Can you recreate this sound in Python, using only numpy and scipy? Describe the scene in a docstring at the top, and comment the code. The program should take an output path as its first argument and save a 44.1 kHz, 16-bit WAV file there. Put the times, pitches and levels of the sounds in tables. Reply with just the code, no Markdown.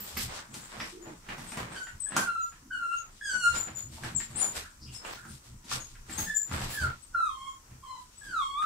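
"""Puppies on a wooden floor in a small bare room, heard by a phone held above them.
From the start paws scuffle (filtered noise and grains) and a metal tag clinks twice (ringing modes);
soon mixed short puffs (band-passed noise) and paw blows (ringing boards, noise cracks) join in.
Low grunts, then thin nasal whistles (breathy gliding sines) follow; from 1.75 s one puppy whimpers
in cries, mostly falling: a strong tone with weak husky overtones. Bare walls echo all but the scuffle."""
import sys
import numpy as np
from scipy import signal
from scipy.fft import rfft, irfft
from scipy.io import wavfile
from scipy.ndimage import uniform_filter1d

SR = 44100
rng = np.random.default_rng(int(sys.argv[2]) if len(sys.argv) > 2 else 0)


def put_to_file(sound):
    """Save the sound as 16-bit audio at rate SR, in the file named by the first command-line argument."""
    columns = np.atleast_2d(sound).T  # one column per channel
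    safe = np.clip(columns, -1, 1)
    whole_steps = np.round(safe * 32767)
    wavfile.write(sys.argv[1], SR, whole_steps.astype(np.int16))


N = 381465
T = np.arange(N) / SR


def undb(db):
    """Amplitude ratio of a level in dB."""
    return 10 ** (np.asarray(db) / 20)


def unit(x):
    """Scale to an RMS of 1."""
    return x / np.sqrt(np.mean(x ** 2))


def band(x, hz, width_hz):
    """Band-pass whose edges have the centre as geometric mean."""
    middle = np.hypot(hz, width_hz / 2)
    edges = [middle - width_hz / 2, min(middle + width_hz / 2, SR / 2.1)]
    return signal.sosfilt(signal.butter(2, edges, "band", fs=SR, output="sos"), x)


def walk(rate_hz, size=N):
    """Random levels held 1 / rate_hz and slewed twice; spread near 1."""
    hold = max(int(SR / rate_hz), 1)
    steps = np.repeat(rng.standard_normal(size // hold + 1), hold)
    return 1.456 * uniform_filter1d(uniform_filter1d(steps, hold), hold)[:size]


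def pan(x, db):
    """Two channels, the left one db above the right."""
    return x * undb(np.array([db, -db]).reshape(2, -1) / 2)


def add(out, start_s, x):
    """Mix x into out from start_s, cut at the end."""
    i = int(start_s * SR)
    out[:, i:i + x.shape[1]] += x[:, :N - i]


def air():
    """Quiet room tone and microphone hiss: spectrally shaped noise at a drifting level."""
    # noise spectrum: (frequency [Hz], relative density [dB])
    spectrum = [(15, -29), (25, 10), (729, -26), (981, -13.5), (1180, -19), (1360, -14.5), (1640, -29),
                (1780, -23.5), (3780, -30), (5820, -17), (15800, -33)]
    level_db = -56.5
    hz, db = np.transpose(spectrum)
    f = np.maximum(np.arange(N // 2 + 1) * SR / N, 1)
    gain = undb(np.interp(np.log(f), np.log(hz), db))
    noise = irfft(rfft(rng.standard_normal((2, N))) * gain, N)
    return unit(noise) * undb(level_db + 0.82 * walk(4.67))


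def grains(rate_hz, spread_db):
    """Dense tiny contacts of very uneven size."""
    hit = rng.random((2, N)) < rate_hz / SR
    return hit * rng.standard_normal((2, N)) * undb(spread_db * rng.exponential(size=(2, N)))


def moves(start_s, held_s, level_db, rise_fall, rest_db):
    """Gain of a layer: every move swells in, holds and dies away (dB/s slopes) over a faint stir."""
    power = np.full(N // 40 + 1, undb(rest_db) ** 2)
    t = np.linspace(0, T[-1], len(power))
    rise, fall = rise_fall
    for s, held, db in zip(start_s, held_s, level_db):
        slope_db = rise * np.maximum(s - t, 0) + fall * np.maximum(t - s - held, 0)
        power += undb(db - slope_db) ** 2
    return np.interp(T, t, np.sqrt(power))


def rumble():
    """Weight shifting on the boards: noise bands, strongest near the boards that give most."""
    # weight coming down: (time [s], held [s], level [dB], pitch of the boards that give most [Hz])
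    weight = [(.01, .01, -45.5, 153), (.18, .1, -39.5, 76), (.52, 0.074, -45, 210),
              (.79, 0.039, -43.5, 190), (1.08, 0.043, -44, 230), (1.3, 0.16, -48.5, 151),
              (1.6, 0.033, -42, 130), (1.71, .01, -43.5, 157), (1.95, 0.0073, -47, 70),
              (2.17, .005, -39.5, 178), (2.24, .01, -60, 150), (2.53, .1, -57, 60), (3.11, 0.18, -61.5, 60),
              (3.35, .03, -52, 180), (3.48, 0.13, -44.5, 80), (3.73, 0.0043, -46.5, 99),
              (3.85, 0.1, -44, 80), (4.045, 0.029, -38, 122), (4.15, 0.042, -43, 135),
              (4.3, 0.067, -45.5, 90), (4.48, .05, -50, 220), (4.57, 0.045, -47, 70),
              (4.83, 0.086, -44.5, 101), (5.08, .08, -52, 45), (5.269, 0.058, -44, 121),
              (5.5, 0.055, -44, 70), (5.74, 0.046, -40.5, 70), (5.93, 0.09, -45, 30),
              (6.1, 0.071, -46, 70.4), (6.19, 0.046, -38.5, 75), (6.53, 0.035, -33.5, 100),
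              (6.63, 0.045, -35, 79.6), (6.821, 0.049, -34, 81), (7.11, 0.045, -54, 59.5),
              (7.72, 0.04, -46.5, 80), (8.29, 0.018, -49, 280), (8.64, .01, -55, 201)]
    # board bands: (centre [Hz], width [Hz], relative level [dB])
    board_bands = [(25.8, 9.8, 1), (45, 17, -10.5), (74, 18, -1.5), (121.7, 28.4, 0), (192.6, 71, -1.5),
                   (298, 58, -5)]
    off_pitch_db_per_octave, rest_db, rise_fall_db_per_s = 6.5, -69, (370, 217)
    push, out = rng.standard_normal((2, N)), np.zeros((2, N))
    s, held_s, low_db, board_hz = np.transpose(weight)
    for hz, width_hz, db in board_bands:
        band_db = low_db - off_pitch_db_per_octave * abs(np.log2(hz / board_hz))
        gain = moves(s, held_s, band_db, rise_fall_db_per_s, rest_db)
        out += undb(db) * unit(band(push, hz, width_hz)) * gain
    return out


def scuffle():
    """Weight rumbles on the boards, dragged pads rub and claws rasp: bands of noise and of grains."""
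    # drags: (time [s], held [s], pad rub level [dB], claw rasp level [dB], rasp brightness [dB/octave])
    drags = [(.005, 0.11, -56.5, -53.5, 3), (.18, 0.039, -52, -49.5, -1), (.3, 0.096, -56, -56, 1.5),
             (0.548, 0.11, -60.5, -56.5, 5.5), (.72, 0.047, -57, -65.5, -9.5), (.805, 0.052, -55, -56.5, 1),
             (1.06, 0.051, -61.5, -83, 12), (1.302, .03, -52, -64, 2), (1.39, 0.14, -59, -62.5, .1),
             (1.588, 0.018, -44.5, -64, 2), (1.721, 0.052, -54.5, -63, -2), (1.88, 0.012, -74, -75, 1),
             (2.178, 0.0034, -39.5, -50.5, -2), (2.88, 0.22, -73.5, -86, -14), (3.3, .005, -72, -57, 4),
             (3.35, 0.0059, -55.5, -76, .1), (3.558, 0.0034, -46.5, -49, .1),
             (3.68, 0.0061, -54.5, -77, .1), (3.78, 0.019, -62.5, -63, -4), (3.93, 0.043, -67, -61.5, -1.5),
             (4.05, 0.033, -51, -54.5, 1), (4.2, 0.02, -66.5, -63.5, -10.5),
             (4.31, 0.033, -64.5, -59, -0.5), (4.38, 0.081, -51.5, -53, 0),
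             (4.568, 0.005, -52, -51.5, -3.5), (4.94, 0.026, -67, -60, -1), (5.059, 0.074, -54.5, -55, 2),
             (5.3, 0.041, -74, -62.5, 1.5), (5.45, 0.021, -70.5, -67, 1), (5.727, 0.03, -50.5, -55.5, -6),
             (6.11, .06, -56, -53.5, -1.5), (6.19, .025, -51.5, -43, 6.5), (6.537, 0.042, -46.5, -52, -3),
             (6.62, .03, -53, -52, -2.5), (6.71, 0.045, -58, -46.5, 4), (6.82, 0.09, -55.5, -66, 1),
             (7.33, 0.06, -99.5, -87, 2), (8.25, 0.17, -74.5, -68, -2), (8.63, .02, -68, -75, .1)]
    # pad rub bands: (centre [Hz], width [Hz], relative level [dB])
    rub_bands = [(530, 1300, 8), (1244, 1320, -0.5), (2030, 2840, -2.5)]
    # claw rasp bands: (centre [Hz], width [Hz], relative level [dB])
    rasp_bands = [(4220, 4800, 2.5), (6000, 8000, 2.5), (7580, 2050, 0.5), (10550, 3200, -11.5),
                  (14100, 17000, -3)]
    rub_rest_db, rub_rise_fall_db_per_s = -77, (330, 176)
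    rasp_rest_db, rasp_rise_fall_db_per_s = -74.5, (440, 145)
    drag, scratch = grains(3000, 1.6), grains(6000, 1.3)
    s, held_s, rub_db, rasp_db, bright_db = np.transpose(drags)
    rub, rasp = np.zeros((2, N)), np.zeros((2, N))
    for hz, width_hz, db in rub_bands:
        rub += undb(db + 1.62 * walk(14)) * unit(band(drag, hz, width_hz))
    rub *= moves(s, held_s, rub_db, rub_rise_fall_db_per_s, rub_rest_db)
    for hz, width_hz, db in rasp_bands:
        band_db = rasp_db + bright_db * np.log2(hz / rasp_bands[2][0])
        gain = moves(s, held_s, band_db, rasp_rise_fall_db_per_s, rasp_rest_db)
        rasp += undb(db + 3.5 * walk(18)) * unit(band(scratch, hz, width_hz)) * gain
    return rumble() + rub + rasp


def ring(modes, jitter, size):
    """Decaying sines of a struck object, every mode a little different each time."""
    t, (hz, db, t60_s) = T[:size, None], np.transpose(modes)
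    hz = hz * (1 + jitter * rng.standard_normal(len(hz)))
    db = db + 3 * rng.standard_normal(len(hz))
    return (undb(db - 60 * t / t60_s) * np.sin(2 * np.pi * hz * t)).sum(axis=1)


def tag_clinks():
    """A small metal tag rings in high, short modes."""
    # modes of the tag: (frequency [Hz], level [dB], t60 [s])
    tag = [(5100, -10, .06), (7450, -10, .08), (11930, -4, .07), (12020, 0, .07), (15050, -2, .05)]
    # clinks: (time [s], level [dB])
    clinks = [(.005, -40), (0.171, -35.5)]
    out = np.zeros((2, N))
    for s, db in clinks:
        add(out, s, pan(undb(db) * ring(tag, jitter=0.0038, size=9000), -0.87))
    return out


def puffs():
    """Short puffs of band-passed noise: breathy blips, faint murmurs, soft scrapes, in a rounded swell."""
    # puffs: (time [s], length [s], centre [Hz], width [Hz], level [dB])
    blips = [(.165, 0.028, 4870, 1200, -42), (0.79, 0.045, 5260, 696, -46.5),
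             (4.925, 0.045, 5730, 600, -57), (6.8, 0.073, 346, 350, -50.5), (0.366, 0.053, 1360, 704, -48),
             (3.453, 0.14, 5800, 6950, -51), (4.623, 0.059, 1450, 350, -50.5),
             (5.139, 0.11, 1530, 350, -52.5), (5.204, 0.086, 1470, 350, -54.5),
             (1.047, 0.057, 497, 704, -50), (3.966, 0.035, 806, 400, -54), (4.407, 0.045, 890, 800, -43),
             (4.798, 0.073, 4960, 900, -53.5), (4.847, 0.081, 2780, 600, -58), (4, 0.11, 2840, 756, -73),
             (5.256, 0.11, 8900, 1200, -57), (5.944, 0.03, 1660, 1490, -55.5)]
    out = np.zeros((2, N))
    for s, length_s, hz, width_hz, db in blips:
        puff = unit(band(rng.standard_normal(4000), hz, width_hz))[:int(length_s * SR)]
        add(out, s, pan(undb(db) * puff * np.hanning(len(puff)), 0))
    return out


def blows():
    """Each paw knocks the boards, cracks a claw with a colour of its own and slides a little."""
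    # paw blows: (time [s], board knock level [dB], claw crack level [dB], slide hiss level [dB],
    # thump pitch [Hz], crack colour [Hz])
    paws = [(0.167, -35, -32, -62, 150, 1900), (0.348, -44, -40.5, -52, 140, 1220),
            (0.539, -47, -44, -39.5, 280, 1290), (0.801, -43, -31, -64, 182, 1980),
            (1.058, -38, -50, -66, 243, 960), (1.287, -38.5, -34.5, -54, 258, 2060),
            (1.38, -37, -37.5, -48, 178, 930), (1.519, -38, -32.5, -44, 230, 860),
            (1.571, -27.5, -31, -42, 113, 930), (1.867, -50, -39, -61, 99.6, 1590),
            (2.119, -36, -35, -64, 183, 1630), (2.165, -29.5, -21.5, -26.5, 191, 1360),
            (2.519, -61, -45, -74, 96.9, 1470), (3.33, -42, -51, -57, 213, 1530),
            (3.543, -37, -36, -42, 73.4, 1500), (3.671, -34, -39, -65, 138, 860),
            (3.918, -42.5, -51, -56, 150, 1830), (4.035, -30, -30, -47, 130, 895),
            (4.2, -49, -37, -78, 209, 1800), (4.348, -38.5, -40.5, -57, 170, 920),
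            (4.565, -48, -37.5, -56, 312, 2000), (4.927, -40, -51, -48, 64.6, 940),
            (5.049, -63, -39, -70, 306, 2530), (5.248, -41.5, -43.5, -51, 124, 1490),
            (5.64, -46, -58, -48, 238, 859), (5.714, -43, -32, -70, 75.4, 1290),
            (6.093, -37.5, -39.5, -50, 230, 1770), (6.183, -29, -34.5, -35, 247, 1730),
            (6.512, -27, -34, -64, 127, 1340), (6.615, -34, -31, -61, 77, 895),
            (6.699, -53, -42, -46, 70.0, 2160), (6.814, -33, -40, -68, 78.1, 1400),
            (7.7, -46.5, -51, -64, 83.4, 2090), (8.62, -65, -37, -50, 356, 1340)]
    # modes of the boards: (frequency [Hz], level [dB], t60 [s])
    boards = [(73, -23, 0.11), (117.6, -18.5, 0.33), (189.6, -6.5, 0.21), (242, -5, 0.16),
              (330, -6.5, 0.08), (463, -18, .053), (631, -11, 0.099), (864, 9.5, 0.098)]
    burst_db, snap_t60_s = 7.5, 0.023
    slide_db, slide_t60_s = -9, .19  # slide relative to the snap
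    contact_s, hard_db = .0012, -28  # contact time of a blow this loud; softer ones take longer
    out, t = np.zeros((2, N)), T[:9000]
    snap, slide = undb(-60 * t / snap_t60_s), undb(slide_db - 60 * t / slide_t60_s)
    burst = undb(burst_db) * (snap + slide)
    for s, knock_db, crack_db, hiss_db, thump_hz, crack_hz in paws:
        touch = np.minimum(t / (contact_s * undb(hard_db - max(crack_db, hiss_db))), 1)
        noise = rng.standard_normal(len(t)) * burst * touch
        # the blow drives the board modes nearest its own pitch hardest
        struck = ring(boards, jitter=0.059, size=len(t)) * np.sqrt(touch)
        knock = band(struck, thump_hz, 1.13 * thump_hz)
        crack = band(noise, crack_hz, 0.42 * crack_hz) + undb(-2.0) * band(noise, 1580, 1970)
        hiss = band(noise, 4170, 6600)
        blow = undb(knock_db) * knock + undb(crack_db) * crack + undb(hiss_db) * hiss
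        add(out, s, pan(blow, 0))
    return out


def sing(table, waver, shimmer_db):
    """Start of a call, its wavering phase, a soft-edged trembling swell and its other columns."""
    s, hz, *rest = np.transpose(table)
    t = T[int(s[0] * SR):int(s[-1] * SR)]
    size = len(t)
    pitch_hz = np.interp(t, s, hz) * (1 + waver * (walk(121.0, size=size) + walk(29.95, size=size)))
    phase = 2 * np.pi * np.cumsum(pitch_hz) / SR
    edge = np.clip(np.minimum(t - t[0], t[-1] - t) / .004, 0, 1)
    swell = np.sqrt(2) * edge * undb(shimmer_db * walk(42.34, size=size))
    return s[0], phase, swell, [np.interp(t, s, column) for column in rest]


def husk(phase, rough):
    """A partial with breath noise wrapped round it."""
    size = len(phase)
    noise = walk(247.2, size=size) * np.sin(phase) + walk(245.6, size=size) * np.cos(phase)
    return np.sin(phase) + rough * noise


def arch(row, rise_db, fade_db):
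    """A short call glides straight between two pitches, swells to its peak and fades."""
    s, length_s, first_hz, last_hz, db = row
    share = 0.81 if last_hz > 1.1 * first_hz else 0.34  # upward leaps peak near their top
    peak_hz = first_hz + share * (last_hz - first_hz)
    return [(s, first_hz, db - rise_db), (s + share * length_s, peak_hz, db),
            (s + length_s, last_hz, db - fade_db)]


def grunts():
    """Low grunts: one breathy partial each, gliding down."""
    # grunts: (time [s], length [s], first pitch [Hz], last pitch [Hz], peak level [dB])
    calls = [(0.921, .2, 376, 329.4, -56.5), (2.62, .2, 265, 257, -60.5)]
    out = np.zeros((2, N))
    for call in calls:
        s, phase, swell, (db,) = sing(arch(call, rise_db=5.5, fade_db=5), waver=0.025, shimmer_db=4.5)
        add(out, s, pan(swell * undb(db) * husk(phase, .4), 0))
    return out


def whistles():
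    """Nasal whistles: a breathy gliding tone with a faint octave, leaning left."""
    # whistles: (time [s], length [s], first pitch [Hz], last pitch [Hz], peak level [dB])
    calls = [(1.021, 0.067, 6970, 6940, -65.5), (1.464, 0.12, 8360, 8720, -55.5),
             (1.703, 0.068, 8780, 8440, -62), (1.827, .06, 7070, 7100, -59), (2, 0.14, 7960, 8040, -42.5),
             (2.22, 0.048, 9180, 9120, -55), (2.406, .09, 6810, 7110, -56), (2.965, 0.074, 6760, 6760, -51),
             (3.543, .12, 7015, 7050, -39.5), (3.75, 0.11, 7120, 7000, -43),
             (4.149, 0.049, 7770, 6950, -37.5), (4.161, 0.077, 7040, 7000, -44),
             (4.356, 0.031, 7400, 9340, -42), (4.378, 0.072, 9300, 9170, -43.5),
             (4.397, .12, 7250, 6850, -37.5), (4.943, 0.058, 5220, 5220, -55),
             (5.798, 0.07, 6800, 6720, -55.5), (6.124, .07, 7220, 9480, -46),
             (6.176, 0.081, 6380, 6500, -39), (6.344, 0.075, 7130, 7126, -34),
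             (6.402, 0.09, 7350, 6770, -48.5), (7.019, 0.07, 8200, 8300, -63.5),
             (7.471, 0.093, 7000, 7100, -67.5), (7.97, 0.068, 7320, 7220, -71),
             (8.153, 0.11, 8000, 8050, -60)]
    pan_db, octave_db = 13, -21
    out = np.zeros((2, N))
    for call in calls:
        s, phase, swell, (db,) = sing(arch(call, rise_db=6.5, fade_db=29), waver=.008, shimmer_db=3.5)
        no_alias = np.gradient(phase) < np.pi / 3.05
        octave = undb(octave_db) * np.sin(2 * phase) * no_alias
        add(out, s, pan(swell * undb(db) * (husk(phase, .5) + octave), pan_db))
    return out


def cries():
    """Cries: a strong tone, weak husky overtones coloured by throat and mouth, and nasal air."""
    # one table a cry: (time [s], pitch [Hz], level [dB], overtone lift by the open mouth [dB])
    calls = [
        [(1.75, 1624, -60, 8), (1.768, 1540, -40, 11), (1.8, 1489, -42.5, 1.5), (1.86, 1538, -54, 14),
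         (1.9, 1455, -56, -4)],
        [(2.04, 1770, -90, 5), (2.066, 1648, -48.5, 1), (2.15, 1627, -65, 0), (2.174, 1581, -35, 6.5),
         (2.252, 1517, -41, -16), (2.292, 1366, -34, -2.5), (2.412, 1350, -38, -3), (2.5, 1327, -64, -5)],
        [(2.7, 1527, -67, 0), (2.712, 1550, -40, -10), (2.732, 1514, -33, -3), (2.79, 1436, -41, -0.5),
         (2.832, 1385, -37.5, -7), (2.93, 1369, -35.5, 1.5), (3.014, 1367, -57, -3), (3.05, 1260, -61, 0)],
        [(3.2, 1663, -96, 5), (3.212, 1682, -42, 1.5), (3.26, 1638, -40, 12.5), (3.31, 1517, -37, 8.5),
         (3.356, 1464, -32.5, 6), (3.39, 1458, -49.5, 23.5), (3.46, 1428, -26.5, 7.5), (3.486, 1403, -26, 4.5),
         (3.59, 1405, -66, 12), (3.65, 1370, -46, -2)],
        [(6.25, 1735, -53, 5), (6.276, 1713, -35.5, 5.5), (6.314, 1739, -42, 6), (6.36, 1710, -51, -4),
         (6.43, 1684, -63.5, -5)],
        [(6.71, 1776, -80, 9), (6.734, 1750, -43, 0), (6.775, 1677, -41, 3), (6.8, 1579, -41, 6.5),
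         (6.826, 1539, -38, 6), (6.846, 1400, -36.5, -5), (6.864, 1289, -47.5, -16), (6.92, 1343, -64, -2)],
        [(7.12, 1560, -92, 0), (7.148, 1408, -32, -16), (7.272, 1246, -36, -0.5), (7.3, 1090, -38, -11),
         (7.35, 1050, -50, 3), (7.4, 1069, -55.5, 9.5), (7.42, 1075, -40, 0), (7.49, 1071, -45, 0),
         (7.524, 1077, -53.5, -24), (7.56, 1060, -83, 0)],
        [(7.825, 1100, -70, 4), (7.842, 1070, -53, 0), (7.892, 1036, -47.5, 6), (7.97, 1002, -46, 4),
         (8.0, 995, -56, 1), (8.04, 1003, -80, -7)],
        [(8.21, 1646, -57.5, -3), (8.242, 1674, -49.5, 6), (8.295, 1563, -45, 6.5), (8.336, 1423, -34.5, -3),
         (8.41, 1139, -32.5, -5.5), (8.458, 1072, -45.5, 5), (8.564, 1133, -36.5, -5), (8.598, 1200, -30, -4.5),
         (8.65, 1316, -33.5, -13)],
    ]
    # one row a cry: (first mouth resonance [Hz], last mouth resonance [Hz], overtone slope [dB/octave])
    mouths = [(4800, 4500, -3.5), (4800, 2800, -8), (3400, 2500, -1.5), (5130, 8500, -4.5), (5200, 4200, 1),
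              (5000, 4600, -3.5), (3900, 3200, -3.5), (3780, 5000, -6.5), (5050, 3200, -6)]
    # throat, overtones under the tone: (frequency [Hz], level [dB])
    throat = [(2000, -30.5), (2500, -27), (2900, -28), (3400, -23.5), (4300, -37), (5500, -37.5),
              (7200, -35), (9000, -37), (12000, -53.5), (15000, -86)]
    mouth_db, mouth_octaves, odd_db = 9, 0.43, 4  # resonance lift and width; odd overtones stand out
    nose_hz, nose_width_hz, nose_db = 7760, 2500, -27.5
    hoarse, hoarse_s = .5, .06  # a cry starts hoarse and clears
    closed_db, open_s = -4, .03  # the mouth is still half shut as a cry starts
    out, (throat_hz, throat_db) = np.zeros((2, N)), np.transpose(throat)
    for call, (first_hz, last_hz, slope_db) in zip(calls, mouths):
        s, phase, swell, (db, lift_db) = sing(call, waver=.007, shimmer_db=2.5)
        step = np.gradient(phase)  # rad per sample
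        hz = uniform_filter1d(step, size=400) * SR / (2 * np.pi)
        t = T[:len(hz)]
        faint = np.clip((-43 - db.max()) / 20, 0, 1.5)  # faint cries are breathier
        breath = faint + .12 + hoarse * np.exp(-t / hoarse_s)
        lift_db = lift_db + closed_db * np.exp(-t / open_s)
        mouth_hz = np.geomspace(first_hz, last_hz, len(hz))
        tone = husk(phase, breath)
        for k in range(2, 11):
            colour_db = np.interp(np.log(k * hz), np.log(throat_hz), throat_db)
            colour_db += lift_db + 3 * walk(18.2, size=len(hz))
            colour_db += mouth_db * np.exp(-(np.log2(k * hz / mouth_hz) / mouth_octaves) ** 2)
            colour_db += slope_db * np.log2(k / 3) + odd_db * (k % 2)
            no_alias = k * step < 2
            tone += undb(colour_db) * husk(k * phase, breath + .2 * (k - 1)) * no_alias
        hiss = unit(band(rng.standard_normal(len(tone)), nose_hz, nose_width_hz))
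        tone += undb(nose_db + lift_db + slope_db) * hiss
        add(out, s, pan(swell * undb(db) * tone, 0))
    return out


def room(x):
    """Dense echoes of bare walls, unlike at each port; after 0.1 s the phone's noise suppression
    pulls the tail down faster."""
    t60_s, echo_db = .33, 2.5
    knee_s, late_t60_s = .1, .11  # the late decay adds to the first
    t = T[:20000]
    noise = rng.standard_normal((2, len(t))) * (t > .004)
    tail = noise * undb(-60 * t / t60_s - 60 * np.maximum(t - knee_s, 0) / late_t60_s)
    tail *= undb(echo_db) / np.sqrt(np.sum(tail ** 2, axis=1, keepdims=True))
    return x + signal.fftconvolve(x.mean(axis=0, keepdims=True), tail)[:, :N]


def scene():
    """Tag, puffs, paws and voices echo in the room; scuffle and air are added without echo."""
    background = air() + scuffle()
    return background + room(tag_clinks() + puffs() + blows() + grunts() + whistles() + cries())


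def record(dry):
    """The two microphone ports differ in level by frequency, nearly share the bass; the top is cut."""
    # lean of the ports: (frequency [Hz], left minus right [dB])
    port_lean = [(60, 1.5), (110, -1), (200, 1.5), (380, -2.5), (700, -1.5), (1290, -1.0), (2380, -2.5),
                 (4400, 1), (8120, 7.5), (15000, -12.5)]
    shared_below_hz, bass_side_db, top_hz = 426, -20.5, 15600
    hz, db = np.transpose(port_lean)
    lean_db = np.interp(np.arange(N // 2 + 1) * SR / N, hz, db)
    left, right = irfft(pan(rfft(dry), lean_db), N)
    mid, side = (left + right) / 2, (left - right) / 2
    high = signal.butter(2, shared_below_hz, "high", fs=SR, output="sos")
    side = signal.sosfilt(high, side) + undb(bass_side_db) * side
    low = signal.ellip(10, .2, 80, top_hz, fs=SR, output="sos")
    return signal.sosfilt(low, np.array([mid + side, mid - side]))


dry = scene()
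out = record(dry)
put_to_file(out)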